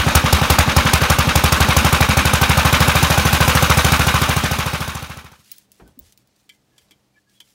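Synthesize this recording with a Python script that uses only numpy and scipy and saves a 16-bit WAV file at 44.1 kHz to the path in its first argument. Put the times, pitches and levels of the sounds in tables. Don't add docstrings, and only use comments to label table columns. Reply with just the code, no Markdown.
import sys
import numpy as np
from scipy import signal
from scipy.fft import rfft, irfft, next_fast_len
from scipy.io import wavfile
from scipy.ndimage import uniform_filter1d, map_coordinates

SR = 44100
rng = np.random.default_rng(int(sys.argv[2]) if len(sys.argv) > 2 else 0)


def persist_wave(psi):
    counts = np.round(np.clip(psi, -1, 1) * 32767).astype(np.int16)
    wavfile.write(sys.argv[1], SR, np.atleast_2d(counts).T)


N = 332514

# (time [s], exhaust strokes per second [Hz])
STROKE_RATE = [(-.1, 11.199), (.581, 11.642), (.671, 10.949), (.947, 12.317), (1.102, 11.633),
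               (1.886, 12.537), (2.203, 12.107), (2.974, 13.538), (3.37, 12.999), (3.402, 13.66),
               (4.018, 13.493), (4.63, 13.52), (4.686, 13.83), (5.6, 13.416)]
# (time [s], heat lost [dB])
MISFIRES = [(.06, 20), (.24, 18), (.41, 15.5), (.67, 20), (.85, 20.5), (1.01, 7), (1.27, 14), (1.68, 6.5),
            (2.09, 5.5)]
# (frequency [Hz], base level [dB], t60 [s], polarity [+1/-1])
PIPE_MODES = [(76.4, 7.4, .09, 1), (122, 23.1, .031, -1), (166, 12.9, .051, 1), (245, 20.3, .0234, 1),
              (400, 25.8, .0156, -1), (507, 25.5, .0162, -1), (827, 34.7, .0101, -1)]
# (frequency [Hz], base level [dB], t60 [s])
SHELL_MODES = [(502.7, -28, 0.3), (795, -19.5, 0.079), (1156, -25.5, .06)]
# (frequency [Hz], relative density [dB per Hz])
JET_SPECTRUM = [(300, -23.5), (1000, -9.5), (3000, 3.5), (6500, 5.5), (7800, 0), (9000, 3), (12000, 1),
                (15800, 0)]
# (mean delay [s], mean level at zero heat [dB], t60 [s],
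# centre [Hz], width [octaves], heat follow [dB per dB])
GEAR_BURSTS = [(.0002, -12, 0.067, 1089, 1.4, 0.44), (.022, -18, .04, 7970, 0.81, 0),
               (.013, -15, 0.25, 1714, 0.97, 0.01), (0.021, -12.5, 0.06, 2397, 2.8, 0),
               (0.023, -22.5, 0.024, 614, .5, 1), (0.037, -15.5, 0.09, 1756, 0.95, 0),
               (.043, -24, 0.049, 10030, .8, 0), (.061, -16.5, 0.02, 1402, 0.72, 0.5)]
# (frequency [Hz], relative density [dB per Hz])
CASING_SPECTRUM = [(150, -14), (205, 6), (270, -0.5), (340, -6.5), (660, -10.5), (900, -1.5), (970, -6.5),
                   (1100, -2), (1600, -7), (1950, -10.5), (2600, -7.5), (4800, -13.5), (6400, -15.5),
                   (7700, -22), (12000, -24.5), (15800, -30)]
# (centre [Hz], width [Hz], peak gain [dB])
PANEL_MODES = [(500, 49, 3.5), (594, 74, 9), (805, 54, 1), (1023, 26, 3.5), (1306, 110, 1), (1520, 53, 4.5),
               (2286, 150, 2.5), (2480, 67, 2), (3770, 120, 6), (6500, 130, 2), (8450, 150, 4)]
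# (frequency [Hz], relative density [dB per Hz])
AIR_SPECTRUM = [(20, -19), (45, -9), (80, -9), (120, -10.5), (220, -11), (400, -13.5), (800, -18),
                (1200, -22.5), (4000, -28), (15800, -36)]
# (frequency [Hz], mean level [dB])
LOW_TONES = [(123.8, -72), (199.2, -70.5), (301.5, -80)]
# (time [s], length [s], level [dB])
RUBS = [(5.302, 0.24, -60.5), (5.428, .19, -54), (5.561, .11, -63), (5.707, 0.14, -63.5),
        (5.856, .081, -68), (5.999, .15, -60), (6.17, .071, -71), (6.354, .13, -67), (6.498, .085, -69),
        (6.768, 0.11, -65), (7.129, .12, -75), (7.282, 0.13, -64), (7.406, 0.16, -62.5)]
# (time [s], level [dB], centre [Hz], high ring level [dB])
SNAP_EVENTS = [(5.5166, -17, 5500, -21), (5.5628, -37, 5070, -41), (5.5827, -26, 6000, -38),
               (5.718, -28.5, 7180, -46), (5.877, -36, 7630, -65), (5.991, -26, 14700, -25),
               (6.1235, -30.5, 3080, -72), (6.1756, -31.5, 3210, -46), (6.2736, -42, 3070, -57.5),
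               (6.3627, -43, 2940, -74)]
# (time [s], level [dB], centre [Hz], width [octaves], t60 [s])
THUD_EVENTS = [(5.797, -39, 396, 1.33, 0.11), (5.812, -41, 80, 1.34, 0.35), (5.85, -62, 348, 1.5, 0.44),
               (5.875, -56, 500, .9, 0.18), (5.974, -38, 252, 0.14, .09), (5.99, -55, 350, 0.76, .2),
               (6.0, -47, 60.3, 1.1, 0.25), (6.055, -50.5, 60, .6, 0.21), (6.91, -55, 320, 0.2, 0.094),
               (7.402, -64, 950, .12, .1), (7.404, -58, 322, 0.24, 0.11)]
# (time [s], level [dB], scratch relative to it [dB],
# centre of modes struck [Hz], width [octaves])
TOUCHES = [(6.492, -46.5, 2, 5000, 0.94), (6.4966, -44, -10, 2700, 0.69), (6.522, -60, -1, 8000, .6),
           (6.546, -64, 1, 8000, .6), (6.763, -68, 2, 5000, .6), (6.78, -48.5, 1, 6500, 1),
           (6.909, -50, 3, 4000, .6), (6.918, -53, -1, 3300, .4), (7.295, -63.5, 3, 6000, .6),
           (7.402, -39.5, -1, 3400, 0.34)]
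# (frequency [Hz], mean level [dB], t60 [s])
STEEL_MODES = [(958, -18, .1), (1684, -18, 0.19), (2070, -8, 0.16), (2320, -2, 0.083), (3110, -3.5, 0.1),
               (3240, -6, 0.086), (3400, -5, .07), (4310, -20, 0.091), (4670, -12, 0.11), (5590, -8, 0.054),
               (7300, -10, .05), (8490, -9, .05)]
# (time [s], length [s], level [dB], frequency [Hz])
SLIDE_EVENTS = [(5.82, 0.095, -67, 1520), (6.71, 0.12, -71, 1700), (7.14, 0.038, -70, 2330),
                (7.16, 0.036, -60, 1714), (7.26, 0.074, -68, 1670), (7.338, .03, -64, 3300),
                (7.362, 0.032, -61, 3330)]

FIRST_S, LAST_S = -.0276, 5.42
START_HEAT_DB, SETTLED_HEAT_DB, SETTLE_S = 7.5, -2.5, 2.4
RICH_DB, SCATTER_DB = 2, 1
MISS_LATE_S = .0009
EVEN_MS, SLOW_DB_PER_MS = 74, 0.153
WASH_DB, WASH_DB_PER_MS = -34.5, 1.2
FADE_FROM_S, FADE_TO_S = 3.66, 5.496
CLOTH_HZ, SNAP_T60_S = 4250, 0.06
TOP_HZ, LOW_CUT_HZ = 15850, 41.0
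LEAD = SR // 10


def amp(db):
    return 10 ** (np.asarray(db) / 20)


def along(points, hz):
    f, v = np.transpose(points)
    return np.interp(np.log(hz + 1), np.log(f + 1), v)


def filtered(x, response):
    m = next_fast_len(x.shape[-1] + 8192)
    spectrum = rfft(x, m) * response(np.fft.rfftfreq(m, 1 / SR))
    return irfft(spectrum, m)[..., :x.shape[-1]]


def noise(response, size=N):
    x = filtered(rng.standard_normal(size), response)
    return x / np.sqrt(np.mean(x ** 2))


def hump(hz, centre_hz, octaves):
    return np.exp(-.5 * (np.log2((hz + 1) / centre_hz) / octaves) ** 2)


def wobble(rate_hz):
    knots = rng.standard_normal(int(N * rate_hz / SR) + 4)
    return map_coordinates(knots, [np.arange(N) * rate_hz / SR])


def train(times_s, gains, shape):
    samples = np.round(times_s * SR).astype(int) + LEAD
    kicks = np.bincount(samples, gains, N + 2 * LEAD)
    return signal.fftconvolve(kicks, shape)[LEAD:LEAD + N]


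def add(out, at_s, sound):
    part = out[round(at_s * SR):][:len(sound)]
    part += sound[:len(part)]


def stroke(t, length_s, swell=0.66):
    return np.sin(np.pi * np.clip(t / length_s, 0, 1)) ** swell


def patchy(x, depth_db):
    z = signal.stft(x, nperseg=512)[2]
    field = uniform_filter1d(rng.standard_normal(z.shape), size=2, axis=0)
    field = uniform_filter1d(field, size=3, axis=1)
    return signal.istft(z * amp(depth_db * field / field.std()), nperseg=512)[1][:N]


def cycles():
    t = np.arange(FIRST_S, LAST_S, 1 / SR)
    turns = np.cumsum(np.interp(t, *np.transpose(STROKE_RATE))) / SR
    times_s = np.interp(np.arange(int(turns[-1]) + 1), turns, t)
    lost_db = np.zeros(len(times_s))
    for when_s, db in MISFIRES:
        lost_db[np.argmin(np.abs(times_s - when_s))] = db
    missed = lost_db > 0
    after_miss = np.roll(missed, shift=1) * ~missed
    heat_db = SETTLED_HEAT_DB + (START_HEAT_DB - SETTLED_HEAT_DB) * np.exp(-times_s / SETTLE_S)
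    heat_db += SCATTER_DB * rng.standard_normal(len(times_s))
    return times_s + MISS_LATE_S * missed, heat_db - lost_db + RICH_DB * after_miss


def exhaust(times_s, heat_db):
    t = np.arange(SR // 5) / SR
    count = len(times_s)
    opening = (1 - np.exp(-t / .02)) ** 2
    late_ms = 1000 * np.gradient(times_s) - EVEN_MS
    slow_db = SLOW_DB_PER_MS * late_ms

    thump = np.zeros(N)
    for hz, db, t60_s, sign in PIPE_MODES:
        heat_share = 0.4 * (hz < 100) + 0.14 * (hz < 200) + 0.45 * (hz > 300)
        slow_share = (hz < 100) - 0.56 * (100 < hz < 200)
        mode_db = heat_db * heat_share + slow_db * slow_share + rng.normal(0, 1.0, count)
        ring = sign * amp(db - 60 * t / t60_s) * np.sin(2 * np.pi * hz * t) * opening
        thump += train(times_s, amp(0.26 - 0.15 * heat_db + mode_db), ring)
    for hz, db, t60_s in SHELL_MODES:
        ring = amp(db - 60 * t / t60_s) * np.sin(2 * np.pi * hz * t) * (1 - np.exp(-t / 0.0028))
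        thump -= train(times_s + 0.0013, amp(.35 * heat_db + rng.normal(0, 3.6, count)), ring)

    inlet_s = times_s[:-1] + .25 * np.diff(times_s)
    suck = -np.exp(-.5 * ((t - .0325) / .0016) ** 2)
    gulp = train(inlet_s, amp(rng.normal(-17, 1.5, count - 1)), suck)

    blast = np.clip((t - .0008) / 0.0044, 0, 1) * np.clip((.0135 - t) / 0.0067, 0, 1)
    hiss = amp(-60 * t / 0.21) * (1 - np.exp(-t / 0.0082))
    flow = train(times_s, amp(1.14 * heat_db - 21.5), blast)
    flow += train(times_s, amp(0.49 * heat_db - 25.5), hiss)
    flow += amp(np.interp(np.arange(N) / SR, times_s, WASH_DB - WASH_DB_PER_MS * late_ms))
    jet = noise(lambda hz: amp(along(JET_SPECTRUM, hz))) * amp(1.6 * wobble(300))
    return thump + gulp + flow * patchy(jet, depth_db=3.5)


def casing(hz):
    panels = 1 + sum((amp(db) - 1) / (1 + (2 * (hz - centre_hz) / width_hz) ** 2)
                     for centre_hz, width_hz, db in PANEL_MODES)
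    return amp(along(CASING_SPECTRUM, hz)) * panels


def clatter(times_s, heat_db):
    t = np.arange(SR // 5) / SR
    out = amp(-23.0 + 1.8 * wobble(60)) * noise(casing)
    for delay_s, db, t60_s, centre_hz, octaves, follow in GEAR_BURSTS:
        jitter, scatter = rng.standard_normal((2, len(times_s)))
        knock = amp(-60 * t / t60_s) * (1 - np.exp(-t / 0.0023))
        burst_db = db + follow * heat_db + 1.3 * scatter
        level = train(times_s + delay_s + 0.00067 * jitter, amp(burst_db), knock)
        out += level * noise(lambda hz: casing(hz) * hump(hz, centre_hz, octaves))
    return patchy(out, depth_db=1.64)


def workshop():
    t = np.arange(N) / SR
    air = amp(-66.5 + 1.5 * wobble(3.2)) * noise(lambda hz: amp(along(AIR_SPECTRUM, hz)))
    hum = sum(amp(db + 2.8 * wobble(9)) * np.sin(2 * np.pi * hz * t + 0.54 * wobble(33))
              for hz, db in LOW_TONES)
    grain = amp(1.55 * wobble(60) + 1.3 * wobble(400))
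    rustle = amp(-76.5 + 2.2 * wobble(18)) * noise(lambda hz: hump(hz, CLOTH_HZ, 0.75))
    for at_s, length_s, db in RUBS:
        cloth = noise(lambda hz: hump(hz, CLOTH_HZ, 1.33), size=SR // 4)
        add(rustle, at_s, amp(db) * stroke(t[:SR // 4], length_s, swell=0.83) * cloth)
    return air + hum + grain * patchy(rustle, depth_db=2.5)


def snaps():
    out, t = np.zeros(N), np.arange(SR // 4) / SR
    for at_s, db, centre_hz, ring_db in SNAP_EVENTS:
        decay = amp(-60 * t / 0.0035) + amp(-18.5 - 60 * t / SNAP_T60_S)
        burst = rng.standard_normal(len(t)) * decay * (1 - np.exp(-t / 0.00037))
        bright = filtered(burst, lambda hz: hump(hz, centre_hz, 2.3) / (1 + (2200 / (hz + 1)) ** 6))
        ring = amp(ring_db - 60 * t / 0.027) * np.sin(2 * np.pi * 15650 * t)
        ring *= 1 - np.exp(-t / 0.00083)
        add(out, at_s, amp(db) * bright + ring)
    return out


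def thuds():
    out, t = np.zeros(N), np.arange(SR // 4) / SR
    for at_s, db, centre_hz, octaves, t60_s in THUD_EVENTS:
        dull = min(1, 3 * octaves) * noise(lambda hz: hump(hz, centre_hz, octaves), size=len(t))
        note = 2 * max(0, 1 - 2 * octaves) * np.sin(2 * np.pi * centre_hz * t)
        add(out, at_s, amp(db - 60 * t / t60_s) * (1 - np.exp(-t / 0.0031)) * (dull + note))
    return out


def tool():
    out, t = np.zeros(N), np.arange(SR // 4) / SR
    for at_s, db, scratch_db, centre_hz, octaves in TOUCHES:
        ring = np.zeros(len(t))
        for mode_hz, mode_db, t60_s in STEEL_MODES:
            decay = amp(mode_db + rng.normal(0, 1.5) - 60 * t / t60_s)
            blurred = noise(lambda hz: hump(hz, mode_hz, 0.036), size=len(t))
            ring += decay * hump(mode_hz, centre_hz, octaves) * blurred
        scratch = amp(scratch_db - 60 * t / 0.053) * noise(lambda hz: hump(hz, 3500, 1.4), size=len(t))
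        add(out, at_s, amp(db) * (ring + scratch) * (1 - np.exp(-t / 0.00041)))
    for at_s, length_s, db, mode_hz in SLIDE_EVENTS:
        singing = noise(lambda hz: hump(hz, mode_hz, 0.027), size=len(t))
        scrape = amp(-11) * noise(lambda hz: hump(hz, mode_hz, .8), size=len(t))
        add(out, at_s, amp(db) * stroke(t, length_s) * (singing + scrape))
    return out


def scene():
    gone = np.clip((np.arange(N) / SR - FADE_FROM_S) / (FADE_TO_S - FADE_FROM_S), 0, 1)
    times_s, heat_db = cycles()
    engine = np.cos(np.pi / 2 * gone) ** 2 * (exhaust(times_s, heat_db) + clatter(times_s, heat_db))
    return (engine + workshop() + snaps() + thuds() + tool())[None]


def record(dry):
    x = dry / (1 + np.abs(dry / 0.87) ** 6) ** (1 / 6)

    def band(hz):
        top = np.cos(np.pi / 2 * np.clip((hz - TOP_HZ + 150) / 250, 0, 1)) ** 2
        return top * hz ** 4 / np.sqrt(hz ** 8 + LOW_CUT_HZ ** 8)

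    return filtered(x, band)


dry = scene()
out = record(dry)
persist_wave(out)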